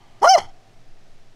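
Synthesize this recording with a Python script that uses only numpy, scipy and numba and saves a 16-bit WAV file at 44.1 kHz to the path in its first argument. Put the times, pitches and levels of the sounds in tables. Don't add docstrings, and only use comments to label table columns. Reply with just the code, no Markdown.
import sys
import numpy as np
from scipy import signal
from scipy.fft import rfft, irfft
from scipy.io import wavfile
from numba import njit

SR = 44100
rng = np.random.default_rng(int(sys.argv[2]) if len(sys.argv) > 2 else 0)


def unload_wav(signal):
    wavfile.write(
        sys.argv[1],
        SR,
        np.round(np.clip(np.atleast_2d(signal).T, -1, 1) * 32767).astype(np.int16),
    )


N = 59535
TOP_HZ = 15700


def undb(db):
    return 10 ** (np.asarray(db) / 20)


def unit(x):
    return x / np.sqrt(np.mean(x ** 2))


def curve(table):
    rows = np.array(table, float)
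    t = np.arange(N) / SR
    return [np.interp(t, rows[:, 0], column) for column in rows.T[1:]]


@njit
def svf(x, hz, width):
    y = np.empty(len(x))
    band, low = 0., 0.
    for i in range(len(x)):
        g = np.tan(np.pi * hz[i] / SR)
        damping = width / hz[i]
        v = (band + g * (x[i] + 1e-18 - low)) / (1 + g * (g + damping))
        band = 2 * v - band
        low = low + 2 * g * v
        y[i] = damping * v
    return y


def resonate(x, hz, width, order=4):
    centre = np.minimum(hz * np.ones(N), .45 * SR)
    for _ in range(order):
        x = svf(x, centre, float(width))
    return x


def bank(x, modes):
    return sum(undb(db) * resonate(x, hz, width) for hz, width, db in modes)


def noise():
    return rng.standard_normal(N)


def colour(x, points):
    hz, db = np.array(points, float).T
    bins = np.maximum(np.fft.rfftfreq(N, 1 / SR), 1)
    gain = undb(np.interp(np.log(bins), np.log(hz), db))
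    return irfft(rfft(x) * gain, N)


def flutter(hz):
    return unit(signal.sosfilt(signal.butter(2, hz, fs=SR, output="sos"), noise()))


def treble(x, hz):
    return signal.sosfilt(signal.butter(2, hz, "high", fs=SR, output="sos"), x)


def swells(table):
    t = np.arange(N) / SR
    return sum(undb(db) * np.exp(-.5 * ((t - at) / length) ** 2) for at, db, length in table)


def outdoors():
    # f/Hz, relative level/dB
    air_colour = [(94, -17.5), (160, -4.5), (301, -5), (401, -4), (441, -5.5), (485, -8.5), (566, -8),
                  (672, -4), (967, -14), (1820, -13.5), (5950, -20.5), (13300, -38), (15500, -46)]
    # f/Hz, relative level/dB
    sway_colour = [(2, -25.5), (7, -6), (11, 1.5), (16, -6.5), (25, -28.5), (60, -40), (300, -69),
                   (2000, -110)]
    air_db, rumble_db, sway_db = -58.5, -59.5, -42
    air_level = undb(air_db + .5 * flutter(1.9))
    air = unit(colour(noise(), air_colour)) * air_level
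    rumble = unit(resonate(noise(), 106, 110)) * undb(rumble_db)
    sway = unit(colour(noise(), sway_colour)) * undb(sway_db)
    return air + rumble + sway


def earlier_echo():
    # f/Hz, width of each pass/Hz, relative level/dB
    linger_modes = [(806, 470, 0), (1200, 140, 0), (2050, 700, -11), (3100, 500, -9), (4380, 350, -14)]
    start_db, fall_db_per_s = -57.5, 28
    t = np.arange(N) / SR
    return unit(bank(noise(), linger_modes)) * undb(start_db - fall_db_per_s * t)


def yard(x):
    # f/Hz, relative level/dB
    echo_colour = [(100, -6.5), (450, -4.5), (750, -1), (1400, -12.5), (2500, -13), (5500, -22.5),
                   (9000, -26), (15000, -36.5)]
    near_db, near_t60_s = -30.5, 0.1
    far_db, far_t60_s = -39.5, 1.5
    scatter_db, scatter_t60_s, scatter_hz = -7.5, .018, 3000
    ground_db, ground_s = -19.5, 0.0019
    t = np.arange(N) / SR

    def fade(t60):
        return undb(-60 * t / t60)

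    def tail(t60):
        echo = colour(noise(), echo_colour) * fade(t60)
        voice_band = abs(rfft(echo, SR)[500:1000])
        return echo / np.sqrt(np.mean(voice_band ** 2))

    scatter = unit(treble(noise() * fade(scatter_t60_s), scatter_hz)) / np.sqrt(N)
    response = undb(near_db) * tail(near_t60_s) + undb(far_db) * tail(far_t60_s)
    response = response + undb(scatter_db) * scatter
    ground = undb(ground_db) * np.interp(t - ground_s, t, x)
    return x + ground + signal.fftconvolve(x, response)[:N]


def tick():
    # centre t/s, level/dB, bell length/s
    tick_times = [(.203, -54, 0.0012)]
    return unit(resonate(noise(), 4900, 3500)) * swells(tick_times)


def huff():
    # t/s, level/dB
    huff_level = [(.205, -97), (.222, -36), (.255, -21), (.285, -51), (.335, -47), (.362, -68), (.383, -19),
                  (.400, -31.5), (.415, -34.5), (.445, -40), (.475, -53.5), (.50, -54), (.53, -100)]
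    # f/Hz, width of each pass/Hz, relative level/dB
    huff_modes = [(392, 960, -10.5), (777, 330, 6.5), (1326, 410, -4.5), (2040, 750, -9), (3184, 570, -7.5),
                  (4446, 670, -11), (5380, 500, -12), (6250, 1900, -19.5), (7900, 1600, -27.5),
                  (10360, 4300, -29.5)]
    sputter_db, sputter_hz = 1.5, 140
    db, = curve(huff_level)
    sputter = noise() * undb(sputter_db * flutter(sputter_hz))
    return unit(bank(sputter, huff_modes)) * undb(db)


def voice():
    # t/s, f/Hz
    fold_pitch = [(.208, 171.3), (.219, 383.8), (.232, 420.7), (.238, 486.7), (.243, 546.7), (.248, 624),
                  (.258, 642.2), (.270, 687.1), (.281, 699.6), (.291, 741.6), (.304, 773), (.316, 777.2),
                  (.328, 764.5), (.340, 726.5), (.352, 680), (.362, 595.4), (.372, 573.8), (.378, 419.8),
                  (.388, 371.8), (.402, 158.1), (.42, 93.9), (.47, 84)]
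    # t/s, relative level/dB, throat ring level/dB, muzzle ring level/dB
    effort = [(.208, -62.5, -19.5, -23.5), (.220, -14, -21, -19.5), (.231, 2, -19.5, -20.5),
              (.242, 0, -12, -24.5), (.256, -1, -5, -17), (.265, -2, -14.5, -18.5), (.274, 3.5, -12.5, -11),
              (.282, -4.5, -3, 0), (.291, 1, -4.5, 4), (.316, 2, -2.5, -3), (.330, 0, -3, -6.5),
              (.342, -0.5, 0.5, 3), (.351, 5, -3, -16), (.358, 1, -15, -31.5), (.366, -5.5, -9, -17),
              (.375, -5, -15, -9), (.384, -8, -8, -6), (.391, -26.5, 6, -6), (.404, -38.5, 16, -14.5),
              (.42, -73.5, -19, 9)]
    # t/s, roughness (0-1)
    roughness = [(.22, 0.35), (.234, .4), (.244, .9), (.266, 0.8), (.275, 0.37), (.288, .06), (.345, .05),
                 (.354, .08), (.360, 0.4), (.372, 0.3), (.384, 1)]
    # t/s, f/Hz, relative level/dB
    jaw = [(.22, 830, -5.5), (.231, 852.4, -2), (.240, 990, 3.5), (.25, 1110, -1.5), (.263, 1170, 0),
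           (.276, 1370, 0), (.292, 1300, -11.5), (.335, 1280, -18.5), (.354, 1244, -15.5),
           (.364, 1090, -3.5), (.386, 1150, -21)]
    # f/Hz, width of each pass/Hz, relative level/dB
    throat_modes = [(1952, 740, -15), (3015, 550, -15.5), (4153, 380, -19)]
    # f/Hz, width of each pass/Hz, relative level/dB
    muzzle_modes = [(4678, 300, -14.5), (5195, 660, -11), (5974, 920, -13.5), (7000, 260, -30),
                    (8430, 900, -32.5), (11100, 1600, -36.5), (13800, 2400, -44)]
    # t/s, relative level/dB
    grunt_level = [(.205, -75), (.215, -38.5), (.222, -24), (.234, -24.5), (.245, -51), (.36, -61),
                   (.380, -34.5), (.395, -46.5), (.43, -47), (.46, -49.5), (.49, -79)]
    # f/Hz, relative level/dB
    breath_colour = [(1500, -39.5), (4000, -8), (6400, 1), (7600, -5.5), (8400, -1.5), (9600, -4),
                     (11300, -6.5), (12600, -14.5), (15600, -13.5)]
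    first_hz, first_width_hz, jaw_width_hz = 730.6, 530, 330
    voice_db, breath_db = -7.5, -36.5
    hoarse_gain_db = 0.5
    jitter, jitter_hz, shimmer, shimmer_hz = 0.087, 440.9, 0.58, 303.4
    half_tone, third_tone = .55, 0.64
    clear_breath = .35

    hz, = curve(fold_pitch)
    db, throat_db, muzzle_db = curve(effort)
    rough, = curve(roughness)
    jaw_hz, jaw_db = curve(jaw)
    grunt_db, = curve(grunt_level)

    wavering_hz = hz * (1 + jitter * rough * flutter(jitter_hz))
    phase = 2 * np.pi * np.cumsum(wavering_hz) / SR
    pulses = sum(np.cos(k * phase) * (k * hz < TOP_HZ) for k in range(1, 60))
    twos = half_tone * np.cos(phase / 2)
    threes = third_tone * np.cos(phase / 3)
    size = 1 + rough * (shimmer * flutter(shimmer_hz) + twos + threes)
    push = size * undb(db + voice_db)
    folds = pulses * push

    puffs = (1 + np.cos(phase)) * push * (clear_breath + rough)
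    breath = undb(breath_db) * unit(colour(noise(), breath_colour)) * puffs
    first = resonate(folds * undb(hoarse_gain_db * rough), first_hz, first_width_hz)
    second = resonate(folds * undb(jaw_db), jaw_hz, jaw_width_hz)
    throat = bank(folds * undb(throat_db), throat_modes)
    muzzle = bank(folds * undb(muzzle_db), muzzle_modes)
    grunt = np.sin(phase) * size * undb(grunt_db)
    return first + second + grunt + breath + throat + muzzle


def scene():
    bark = voice() + huff() + tick()
    return (yard(bark) + earlier_echo() + outdoors())[None]


def record(dry):
    rounded = dry / (1 + (dry / .9) ** 8) ** (1 / 8)
    low_pass = signal.ellip(10, .1, 80, TOP_HZ, fs=SR, output="sos")
    return signal.sosfilt(low_pass, rounded)


dry = scene()
out = record(dry)
unload_wav(out)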